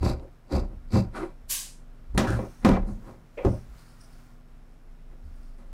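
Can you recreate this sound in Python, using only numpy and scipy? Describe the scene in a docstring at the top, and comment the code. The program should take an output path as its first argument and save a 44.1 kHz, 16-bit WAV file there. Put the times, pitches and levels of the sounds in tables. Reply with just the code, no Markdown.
"""Scissors on a hollow wooden table snip three times through cloth and are drawn back; the cloth is swept
aside with a hiss, the scissors are laid down, knock and chatter on the wood, hands shift the cloth.
Random contact impulses excite damped modes of table and blades; friction and cloth are shaped noise.
Thumps are low damped sines, and the handle rings as narrow noise bands of gliding pitch.
A close microphone on the same table picks up its sway; a quiet room hums and faintly buzzes underneath."""
import sys
import numpy as np
from scipy import signal
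from scipy.fft import rfft, irfft, next_fast_len
from scipy.io import wavfile
from scipy.ndimage import uniform_filter1d

SR = 44100
rng = np.random.default_rng(int(sys.argv[2]) if len(sys.argv) > 2 else 0)


def file_out(sig):
    """Save sig as 16-bit WAV at sys.argv[1]."""
    # one column per channel
    cols = np.atleast_2d(sig).T
    # limit, then scale
    lim = np.clip(cols, -1, 1)
    pcm = np.round(lim * 32767).astype(np.int16)
    wavfile.write(sys.argv[1], SR, pcm)


N = 252685  # samples

# Table levels are relative: the sources add their own trims. Tilts are in dB per octave.
# Spectrum of the room air: pitch_hz, density_db
AIR_SPECTRUM = [(29, -18), (50, 2.5), (75, -15.5), (125, -7.5), (193, -15.5), (239, -14.5), (458, -21),
                (674, -22), (922, -26.5), (1290, -26.5), (3300, -38.5), (13700, -51.5), (15800, -56)]
# Hum lines of the room: pitch_hz, level_db
HUM_LINES = [(113.0, -63), (156.1, -65), (242.2, -64), (1400, -81.5)]
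# Harmonics two to five of the electrical whine: level_db
WHINE_LEVELS = [-87.5, -95, -91.5, -95]
# Slow sway of the table under the arms: time_s, level_db
SWAY_CURVE = [(0.0, -71), (0.06, -39), (0.38, -54.5), (0.7, -51), (0.92, -43), (0.99, -45), (2.57, -45.5),
              (2.62, -47), (2.71, -29.5), (3.25, -55), (3.5, -40), (3.57, -48), (4.88, -49.5), (5.27, -43),
              (5.67, -42), (5.73, -44.5)]
# Jolts that set a higher mode rocking: start_s, hold_s, level_db
ROCK_EVENTS = [(-0, 0.1, -34), (0.59, 0.059, -30), (1.04, .02, -41.5), (2.188, 0.14, -36),
               (2.69, 0.16, -28), (3.453, .02, -41), (5.234, .03, -56)]
# Blades closing on the cloth: start_s, closing_s, push_db, sharpness_db_per_octave,
# grind_db, hardness_db_per_octave, shear_db
SNIP_EVENTS = [(0.029, 0.066, -19, -3, -30, 0, -47), (0.526, 0.043, -19, -1.5, -28, -0.7, -46.5),
               (.938, 0.037, -18, 2, -27, 0.4, -43.5)]
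# Scissors landing and chattering: start_s, blow_over_chatter_db, chatter_s, fall_db_per_s, push_db,
# sharpness_db_per_octave, grind_db, hardness_db_per_octave, rasp_db
LANDING_EVENTS = [(2.18, 10.5, 0.072, 248, -30, 8.5, -30, 4.5, -38),
                  (2.275, -15, 0.091, 600, -29, -7, -37, -1.5, -45),
                  (2.394, 6, 0.041, 252, -50, 19, -38.5, .1, -70),
                  (2.65, 1, 0.097, 201, -18.5, 4, -22, 3, -38.5),
                  (3.377, -3, 0.075, 455, -50, 2, -40.5, 2, -67),
                  (3.45, 12.5, 0.067, 218, -28, -1, -34.5, -3.5, -60.5)]
# Scissors and hands sliding on wood: start_s, rise_db_per_s, hold_s, fall_db_per_s, push_db,
# sharpness_db_per_octave, grind_db, hardness_db_per_octave, drag_db
SLIDE_EVENTS = [(0.227, 500, 0.015, 280, -55, -13, -44.5, -4.5, -76),
                (0.727, 330, 0.012, 330, -43, -9, -53.5, -1, -81),
                (1.163, 600, 0.088, 230.5, -42.5, 9, -32, 5, -54),
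                (2.149, 2006, 0.034, 600, -24, -2.5, -37.5, -2.5, -64),
                (2.322, 242, 0.055, 400, -36, 5.5, -35.5, 7, -51),
                (2.631, 898, .012, 600, -34, -1, -46.5, 5, -66),
                (2.879, 696, 0.026, 227, -30, .1, -42, -1.7, -63),
                (3.078, 215, .015, 142, -43.5, 1.5, -44, 1.7, -72),
                (5.113, 500, .011, 160, -64, -2.5, -58, 3, -92),
                (5.584, 1200, .03, 130, -52, 2.5, -54, 4, -73)]
# Single contacts with the wood: start_s, level_db, pitch_hz, t60_s, crack_db, treble_db (both against level)
KNOCK_EVENTS = [(0.03, -20, 300, 0.1, -15, -16), (0.061, -8.5, 244, 0.023, -29, -42),
                (0.197, -40.5, 237, 0.037, -6.5, -33), (0.472, -47, 600, 0.02, -17, -28),
                (0.51, -26.5, 294, 0.29, -29, -31), (0.924, -27, 205, 0.054, -21, -34),
                (2.148, -24, 288, 0.05, -29, -27), (2.177, -4, 200, 0.028, -6, -9.5),
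                (2.183, -21.5, 200, 0.2, -18, -27), (2.272, -28, 310, 0.071, -25, -9),
                (2.304, -20, 326, 0.063, -27, -10.5), (2.352, -43, 525, 0.04, -30, -24),
                (2.391, -17.5, 520, 0.03, -26, -34), (2.648, 1, 228, 0.026, -14.5, -23),
                (2.69, -5, 266, 0.056, -13, -22), (2.716, -6, 207, 0.035, -24, -43),
                (2.745, -24, 210, 0.048, -21, -57), (3.374, -34, 480, 0.049, -35, -41),
                (3.449, -3.5, 345, 0.019, -34, -36), (5.588, -50, 540, 0.035, -22, -26)]
# Low modes of the table top: pitch_hz, width_hz, level_db
BOOM_MODES = [(47, 6.9, -7), (66, 6.5, 1), (90, 19, -5), (115.7, 8.15, 4), (155.4, 7.9, -9.5),
              (188.8, 10.2, 0.5), (226.5, 48.5, -6.5)]
# Upper modes of the table top: pitch_hz, width_hz, level_db
WOOD_MODES = [(292, 53.4, 2), (382, 52.6, 4), (466, 108, -4), (538, 36.7, 4), (575.5, 27, -1.5),
              (620, 21.5, -1), (692.6, 34.5, -5), (772, 52, -3), (864, 35, -9.5), (947, 39, -6),
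              (1079, 61, -9), (1230, 78, -12.5), (1432, 100, -15), (1644, 170, -20), (2084, 190, -23),
              (2333, 18, -17.5), (2550, 220, -29.5), (3070, 530, -35.5), (4040, 1400, -40.5)]
# Soft thumps of a hand or wrist: start_s, level_db, pitch_hz, t60_s
THUMP_EVENTS = [(0.009, -20.5, 73, 0.31), (0.534, -19.5, 71, 0.14), (0.931, -18, 92.5, 0.24),
                (1.428, -44.5, 62, 0.23), (2.091, -33.5, 51, 0.54), (2.139, -19, 49.5, 0.26),
                (2.281, -24, 95.5, 0.22), (3.456, -10.5, 65.6, 0.11), (3.692, -38, 49.4, 0.36),
                (5.1, -50.5, 48.4, 0.22), (5.239, -38, 68.5, 0.35)]
# Modes of the blades: pitch_hz, width_hz, level_db
BLADE_MODES = [(2130, 150, 1), (2300, 140, 14.5), (2660, 125, 13), (3640, 120, -9), (4630, 200, 4),
               (4400, 250, -5), (4620, 430, 12), (5020, 37, 17), (6300, 74, 4), (6460, 71, -1),
               (7570, 75, 2), (8460, 150, -16), (10400, 50, -9), (12630, 60, -20)]
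# Spectrum of the shearing edges: pitch_hz, density_db
SHEAR_SPECTRUM = [(1880, -50), (3200, -17.5), (4020, -3.5), (4750, -13.5), (5530, -14), (7040, -17.5),
                  (7630, -14.5), (9200, -20), (11700, -19.5), (15800, -35)]
# Spectrum of sliding friction: pitch_hz, density_db
DRAG_SPECTRUM = [(1180, -25), (2000, -26), (3330, -37), (3990, -6), (5950, -12.5), (9490, -9.5),
                 (12100, -18), (15800, -42)]
# Spectrum of chattering metal: pitch_hz, density_db
RASP_SPECTRUM = [(1180, -3), (2000, 0.5), (2240, -43), (2420, -3), (3930, -8.5), (4750, -10.5), (5950, -9),
                 (9820, -20.5), (15800, -29)]
# Hollow handle ringing as it slides or rocks: start_s, hold_s, start_db, end_db, start_hz, end_hz
HANDLE_EVENTS = [(1.15, 0.088, -39, -49.5, 1325, 1318), (1.19, 0.062, -37, -29, 360, 345.5),
                 (2.274, 0.087, -33, -45.5, 1490, 1493), (3.377, 0.07, -45.5, -60, 2294, 2340),
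                 (3.378, 0.059, -28.5, -45, 513, 536), (3.377, 0.039, -58, -61, 2865, 2940),
                 (3.486, 0.098, -43, -59, 577, 535)]
# Spectrum of the swept cloth: pitch_hz, density_db
HISS_SPECTRUM = [(350, -45.5), (600, -17.5), (727, -24), (1110, -9.5), (1360, -27), (1590, -7), (1790, -13),
                 (2560, -8), (7440, -1), (12000, -3.5), (15800, -10)]
# Cloth lifted and turned: start_s, hold_s, broad_db, bright_db, bright_hz
RUSTLE_EVENTS = [(2.397, .23, -58, -62, 5900), (2.891, .04, -71, -67.5, 6560),
                 (3.079, .03, -64, -77.5, 5130), (3.49, 0.085, -60.5, -61, 5500),
                 (3.788, .04, -62.5, -63.5, 4550), (3.881, .03, -72.5, -68, 4900),
                 (4.01, .025, -68, -60, 5370), (4.123, 0.022, -72, -68.5, 4800), (4.2, .13, -65, -79, 5000),
                 (4.717, .025, -83, -81, 5200), (5.25, .04, -84, -76, 4900),
                 (5.347, 0.021, -76, -75.5, 5200), (5.434, .12, -72, -75, 5000)]
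# Spectrum of the rustling cloth: pitch_hz, density_db
CLOTH_SPECTRUM = [(410, -31), (700, 5), (945, 1.5), (1080, 4.5), (1360, 4.5), (3100, -6.5), (4700, -6),
                  (7040, -7.5), (9140, -11.5), (15800, -13)]

AIR_DB = -54
BUZZ_PER_S, BUZZ_HISS_DB, WHINE_HZ = 105.6, -81, 2683
WHINE_DUTY, BUZZ_DUTY = 0.33, 0.25  # fractions of each buzz cycle
SWAY_HZ, ROCK_HZ = 26.5, 35.7
# Envelope rates in dB per s; a negative sag builds through the hold
ROCK_RISE, ROCK_FALL = 260, 112
SNIP_RISE, PUSH_SAG, PUSH_FALL = 700, 68, 247
GRIND_SAG, GRIND_FALL, SHEAR_SAG, SHEAR_FALL = -38, 226, -73, 333
LANDING_RISE, BLOW_FALL, CHATTER_SAG, RASP_SAG = 4900, 460, 36, 120
SLIDE_SAG = 91
HANDLE_RISE, HANDLE_FALL = 4200, 530
RUSTLE_RISE, RUSTLE_SAG, RUSTLE_FALL, BRIGHT_RISE, BRIGHT_FALL = 74, 33, 150, 560, 220
SOFTENING = 16  # dB per octave of hardness lost per s as a contact lets go
RASP_FASTER = 1.5  # fall of the rasp relative to that of the grind
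SWEEP_S, SWEEP_SWELL_S = 1.499, 0.013
SWEEP_DB, SWEEP_TREBLE_DB, SWEEP_SPLIT_HZ = -28, 3.9, 9800
SWEEP_RISE, SWEEP_SWELL = 1700, 450  # dB per s
# Loss in dB after one second, its power of time, and extra treble loss in dB per s
SWEEP_LOSS_DB, SWEEP_CURVE, TREBLE_LOSS = 301, 1.69, 79
CUTOFF_HZ = 16120


def amp(db):
    """Decibel law: level to amplitude ratio."""
    return 10 ** (np.asarray(db) / 20)


def rms_one(x):
    """Normalisation to unit rms."""
    return x / np.sqrt(np.mean(x ** 2) + 1e-20)


def grains(per_s, spread_db):
    """Impulse noise: random clicks of uneven size and sign; rms 1."""
    sizes = amp(spread_db * np.minimum(rng.exponential(1, N), 4))
    signs = rng.choice([-1, 1], N)
    present = rng.random(N) < per_s / SR
    return rms_one(sizes * signs * present)


def drift(rate):
    """Slow random fluctuation: noise through a double real pole; rms 1."""
    r = np.exp(-2 * np.pi * rate / SR)
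    noise = rng.standard_normal(N + SR)
    return rms_one(signal.lfilter([1], [1, -2 * r, r * r], noise)[SR:])  # first second lets it settle


def low_pass(x, hz):
    """Fourth-order low-pass filtering."""
    return signal.sosfilt(signal.butter(4, hz, fs=SR, output="sos"), x)


def band_pass(x, low_hz, high_hz):
    """Band limitation by Butterworth filtering."""
    return signal.sosfilt(signal.butter(3, [low_hz, high_hz], "band", fs=SR, output="sos"), x)


def colour(x, spectrum):
    """Spectral shaping: 24 dB/octave steeper below the first point, flat above the last; unit rms gain."""
    size = next_fast_len(N + 4096)
    hz = np.arange(size // 2 + 1) * SR / size + 1
    at, db = np.transpose(spectrum)
    octaves_below = np.maximum(np.log2(at[0] / hz), 0)
    shape = amp(np.interp(np.log(hz), np.log(at), db) - 24 * octaves_below)
    return irfft(rfft(x, size) * rms_one(shape), size)[:N]


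def resonate(x, hz, width_hz):
    """Damped resonance: a two-pole filter with about unit gain at its peak."""
    r = np.exp(-np.pi * width_hz / SR)
    feed = np.array([1, 0, -1]) * (1 - r * r) / 2
    return signal.lfilter(feed, [1, -2 * r * np.cos(2 * np.pi * hz / SR), r * r], x + 1e-18)


def body(x, modes, tilt_db=0, pivot_hz=1000):
    """Modal superposition with alternating signs; harder contact tilts the drive to upper modes."""
    power, out = 0, 0
    for k, (hz, width_hz, db) in enumerate(modes):
        drive = x * amp(tilt_db * np.log2(hz / pivot_hz))
        out = out + (-1) ** k * amp(db) * resonate(drive, hz, width_hz)
        power += amp(2 * db) * np.pi * width_hz / SR
    return out / np.sqrt(power)


def moving_band(centre_hz, width_hz):
    """Amplitude modulation: low-passed noise on a carrier that follows a centre curve; rms 1."""
    band = low_pass(rng.standard_normal(N), width_hz / 2)
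    return rms_one(band * np.sin(2 * np.pi * np.cumsum(centre_hz) / SR))


def strokes(s, db, rise, hold, sag, fall):
    """Exponential envelopes, one per event: climb to s, sag through the hold, fall; rates in dB per s."""
    s, db, rise, hold, sag, fall = (np.reshape(v, (-1, 1)) for v in (s, db, rise, hold, sag, fall))
    t = np.arange(N) / SR - s
    before = np.abs(rise) * np.maximum(-t, 0)
    during = sag * np.clip(t, 0, hold)
    after = np.abs(fall) * np.maximum(t - hold, 0)
    return amp(db - np.minimum(before + during + after, 150))


def prevailing(envelopes, values):
    """Weighted mean: at each moment the strongest events count most."""
    weighted = np.reshape(values, (len(envelopes), -1)) * envelopes
    return weighted.sum(axis=0) / envelopes.sum(axis=0)


def wobble(hz):
    """Random phase and amplitude modulation of a sine, giving a slightly uneven sway."""
    phase = hz * np.arange(N) / SR + rng.random() + 0.026 * drift(16.6)
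    return amp(2.4 * drift(6.8)) * np.sqrt(2) * np.sin(2 * np.pi * phase)


def room_tone():
    """Stationary background: shaped air noise and faint sinusoidal hum lines."""
    t = np.arange(N) / SR
    hum = sum(amp(db + 2.0) * np.sin(2 * np.pi * (hz * t + rng.random())) for hz, db in HUM_LINES)
    air = colour(rng.standard_normal(N), AIR_SPECTRUM)
    return amp(AIR_DB - 2.5 + 0.5 * drift(7.5)) * air + amp(2.0 * drift(1.27)) * hum


def buzz():
    """Periodic gating of an electrical whine's harmonics and, more briefly, of a thin hiss."""
    t = np.arange(N) / SR
    cycle = (BUZZ_PER_S * t + rng.random()) % 1
    whine_gate = rms_one(np.sin(np.pi * np.minimum(cycle / WHINE_DUTY, 1)))
    hiss_gate = rms_one(np.sin(np.pi * np.minimum(cycle / BUZZ_DUTY, 1)))
    whine = 0
    for k, db in enumerate(WHINE_LEVELS, 2):
        whine = whine + amp(db) * np.sqrt(2) * np.sin(2 * np.pi * (k * WHINE_HZ * t + rng.random()))
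    hiss = amp(BUZZ_HISS_DB) * band_pass(rng.standard_normal(N), 6000, 16000)
    return whine_gate * whine + hiss_gate * hiss


def sway():
    """Rigid-body motion: the whole table sways at its lowest mode and rocks at the next after jolts."""
    s, hold, db = np.transpose(ROCK_EVENTS)
    slow = amp(np.interp(np.arange(N) / SR, *np.transpose(SWAY_CURVE)))
    rocking = strokes(s, db, ROCK_RISE, hold, 0, ROCK_FALL).sum(axis=0)
    return slow * wobble(SWAY_HZ) + rocking * wobble(ROCK_HZ)


def landing(db, sag, fall):
    """Impact and rebound: a sudden blow added to a stretch of chatter."""
    s, blow_db, chatter = np.transpose(LANDING_EVENTS)[:3]
    chattering = strokes(s, db, LANDING_RISE, chatter, sag, fall)
    return chattering + strokes(s, db + blow_db, LANDING_RISE, 0, 0, BLOW_FALL)


def work():
    """Contact excitation: push and grind envelopes, with their tilts, of snips, landings and slides."""
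    s, hold, push, sharp, grind, hard, _ = np.transpose(SNIP_EVENTS)
    hit, _, chatter, fall, land_push, land_sharp, land_grind, land_hard, _ = np.transpose(LANDING_EVENTS)
    at, rise, stay, fade, slide_push, slide_sharp, slide_grind, slide_hard, _ = np.transpose(SLIDE_EVENTS)
    pushes = np.vstack([strokes(s, push, SNIP_RISE, hold, PUSH_SAG, PUSH_FALL),
                        landing(land_push, CHATTER_SAG, fall),
                        strokes(at, slide_push, rise, stay, SLIDE_SAG, fade)])
    grinds = np.vstack([strokes(s, grind, SNIP_RISE, hold, GRIND_SAG, GRIND_FALL),
                        landing(land_grind, CHATTER_SAG, fall),
                        strokes(at, slide_grind, rise, stay, SLIDE_SAG, fade)])
    release_s = np.r_[s + hold, hit + chatter / 2, at + stay / 2][:, None]
    since = np.arange(N) / SR - release_s
    hardness = np.r_[hard, land_hard, slide_hard][:, None] - SOFTENING * np.clip(since, 0, .3)
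    sharpness = np.r_[sharp, land_sharp, slide_sharp]
    return (pushes.sum(axis=0), prevailing(pushes, sharpness),
            grinds.sum(axis=0), prevailing(grinds, hardness))


def table():
    """Modal excitation: soft pushes drive low modes, finer slips upper ones; each knock strikes both."""
    push, sharpness, grind, hardness = work()
    blows = np.zeros(N)
    for s, db, *_ in KNOCK_EVENTS:
        blows[round(s * SR)] = amp(db)
    pushes = push * grains(500, 1.96) + amp(5.0) * blows
    slips = grind * amp(1.9 * drift(32)) * grains(3000, 2.65) + amp(10.0) * blows
    boom = body(band_pass(pushes, 36, 330), BOOM_MODES, sharpness, pivot_hz=118.0)
    wood = body(band_pass(slips, 183, 6100), WOOD_MODES, hardness, pivot_hz=543)
    return amp(-1.5) * boom + amp(-0.83) * wood


def thumps():
    """Soft impact: flesh presses slowly, so only one low mode swells and dies."""
    out, t = np.zeros(N), np.arange(SR // 2) / SR
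    for s, db, hz, t60 in THUMP_EVENTS:
        at = round(s * SR)
        swell = 1 - np.exp(-t / 0.0072)
        decay = amp(db + 4.0 - 60 * t / max(t60, .05))
        out[at:at + len(t)] += (swell * decay * np.sin(2 * np.pi * hz * t))[:N - at]
    return out


def edges():
    """Fracture noise: threads part one after another, in uneven runs, and set the blades ringing."""
    s, hold, *_, shear_db = np.transpose(SNIP_EVENTS)
    closing = strokes(s, shear_db, SNIP_RISE, hold, SHEAR_SAG, SHEAR_FALL).sum(axis=0)
    threads = closing * amp(2.5 * drift(68)) * grains(12000, 4.2)
    ringing = body(band_pass(threads, 2000, 14300), BLADE_MODES)
    return amp(-3.0) * colour(threads, SHEAR_SPECTRUM) + amp(-2.5) * ringing


def knocks():
    """Impact radiation: each contact is heard directly as a damped knock and a short crack."""
    length = 4096  # samples
    out, t = np.zeros(N), np.arange(length) / SR
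    noise = rng.standard_normal((len(KNOCK_EVENTS), length))
    cracks, ticks = band_pass(noise, 930, 5100), band_pass(noise, 4300, 10000)
    soft = 1 - np.exp(-t / 0.0007)  # the contact takes a moment to build
    for (s, db, hz, t60, crack_db, tick_db), crack, tick in zip(KNOCK_EVENTS, cracks, ticks):
        at = round(s * SR)
        knock = soft * amp(db - 2.5 - 60 * t / max(t60, .005)) * np.sin(2 * np.pi * hz * t)
        snap = amp(db + crack_db + 1 - 60 * t / 0.014) * crack
        treble = amp(db + tick_db - 3 - 60 * t / 0.021) * tick
        out[at:at + length] += (knock + snap + treble)[:N - at]
    return out


def friction():
    """Frictional noise: metal rasps as it chatters and drags as it slides."""
    s, rise, hold, fall, *_, drag_db = np.transpose(SLIDE_EVENTS)
    drag = strokes(s, drag_db, rise, hold, RASP_SAG, fall).sum(axis=0)
    _, _, _, land_fall, *_, rasp_db = np.transpose(LANDING_EVENTS)
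    rasp = landing(rasp_db, RASP_SAG, RASP_FASTER * land_fall).sum(axis=0)
    dragging = colour(drag * grains(10000, 1.8), DRAG_SPECTRUM)
    return dragging + colour(rasp * grains(12000, 1.06), RASP_SPECTRUM)


def handle():
    """Narrow-band resonance: several uneven rings fade or grow as it slides or rocks, wider if higher."""
    out, t = 0, np.arange(N) / SR
    for s, hold, db, end_db, from_hz, to_hz in HANDLE_EVENTS:
        centre_hz = np.interp(t, [s, s + hold], [from_hz, to_hz])
        width_hz = 0.27 * (from_hz / 1000) ** 1.28 * 1000
        ring = moving_band(centre_hz, width_hz)
        levelled = ring / np.sqrt(uniform_filter1d(ring ** 2, size=500) + 0.071)  # tames the noise swings
        gain = strokes(s, db, HANDLE_RISE, hold, (db - end_db) / hold, HANDLE_FALL)[0]
        out = out + gain * amp(2.16 * drift(53)) * levelled
    return out


def sweep():
    """Sliding noise: hiss sets in at once, swells, then fades ever faster as cloth slows, treble first."""
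    t = np.arange(N) / SR - SWEEP_S
    elapsed = np.maximum(t, 0)
    rise_db = SWEEP_RISE * np.minimum(t, 0) + SWEEP_SWELL * np.minimum(t - SWEEP_SWELL_S, 0)
    gain = amp(SWEEP_DB + rise_db - SWEEP_LOSS_DB * elapsed ** SWEEP_CURVE)
    treble_gain = gain * amp(SWEEP_TREBLE_DB - TREBLE_LOSS * elapsed)
    low = low_pass(colour(gain * grains(18000, 1.8), HISS_SPECTRUM), SWEEP_SPLIT_HZ)
    high = colour(treble_gain * grains(9000, 4.5), HISS_SPECTRUM)
    return low + band_pass(high, SWEEP_SPLIT_HZ, .45 * SR)


def rustle():
    """Textile friction: weave over weave gives broad hiss, a moving bright band and a fainter one above."""
    s, hold, db, bright_db, hz = np.transpose(RUSTLE_EVENTS)
    broad = strokes(s, db, RUSTLE_RISE, hold, RUSTLE_SAG, RUSTLE_FALL)
    narrow = strokes(s, bright_db, BRIGHT_RISE, hold, RUSTLE_SAG, BRIGHT_FALL)
    centre_hz = prevailing(narrow, hz)
    bright = moving_band(centre_hz, 1270) + amp(-2.5) * moving_band(np.full(N, 9100.), 2200)
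    hiss = broad.sum(axis=0) * colour(grains(15000, 2.5), CLOTH_SPECTRUM)
    return hiss + narrow.sum(axis=0) * amp(-4 + 2.4 * drift(60)) * bright


def scene():
    """Linear superposition of all sources in one channel."""
    scissors = edges() + knocks() + friction() + handle()
    cloth = sweep() + rustle()
    background = room_tone() + buzz() + sway()
    return (background + table() + thumps() + scissors + cloth)[None]


def record(dry):
    """Saturation and band limitation: the loudest peaks are rounded, the top is cut."""
    rounded = .62 * np.tanh(dry / .62)
    return signal.sosfilt(signal.cheby2(20, 60, CUTOFF_HZ, fs=SR, output="sos"), rounded)


dry = scene()
out = record(dry)
file_out(out)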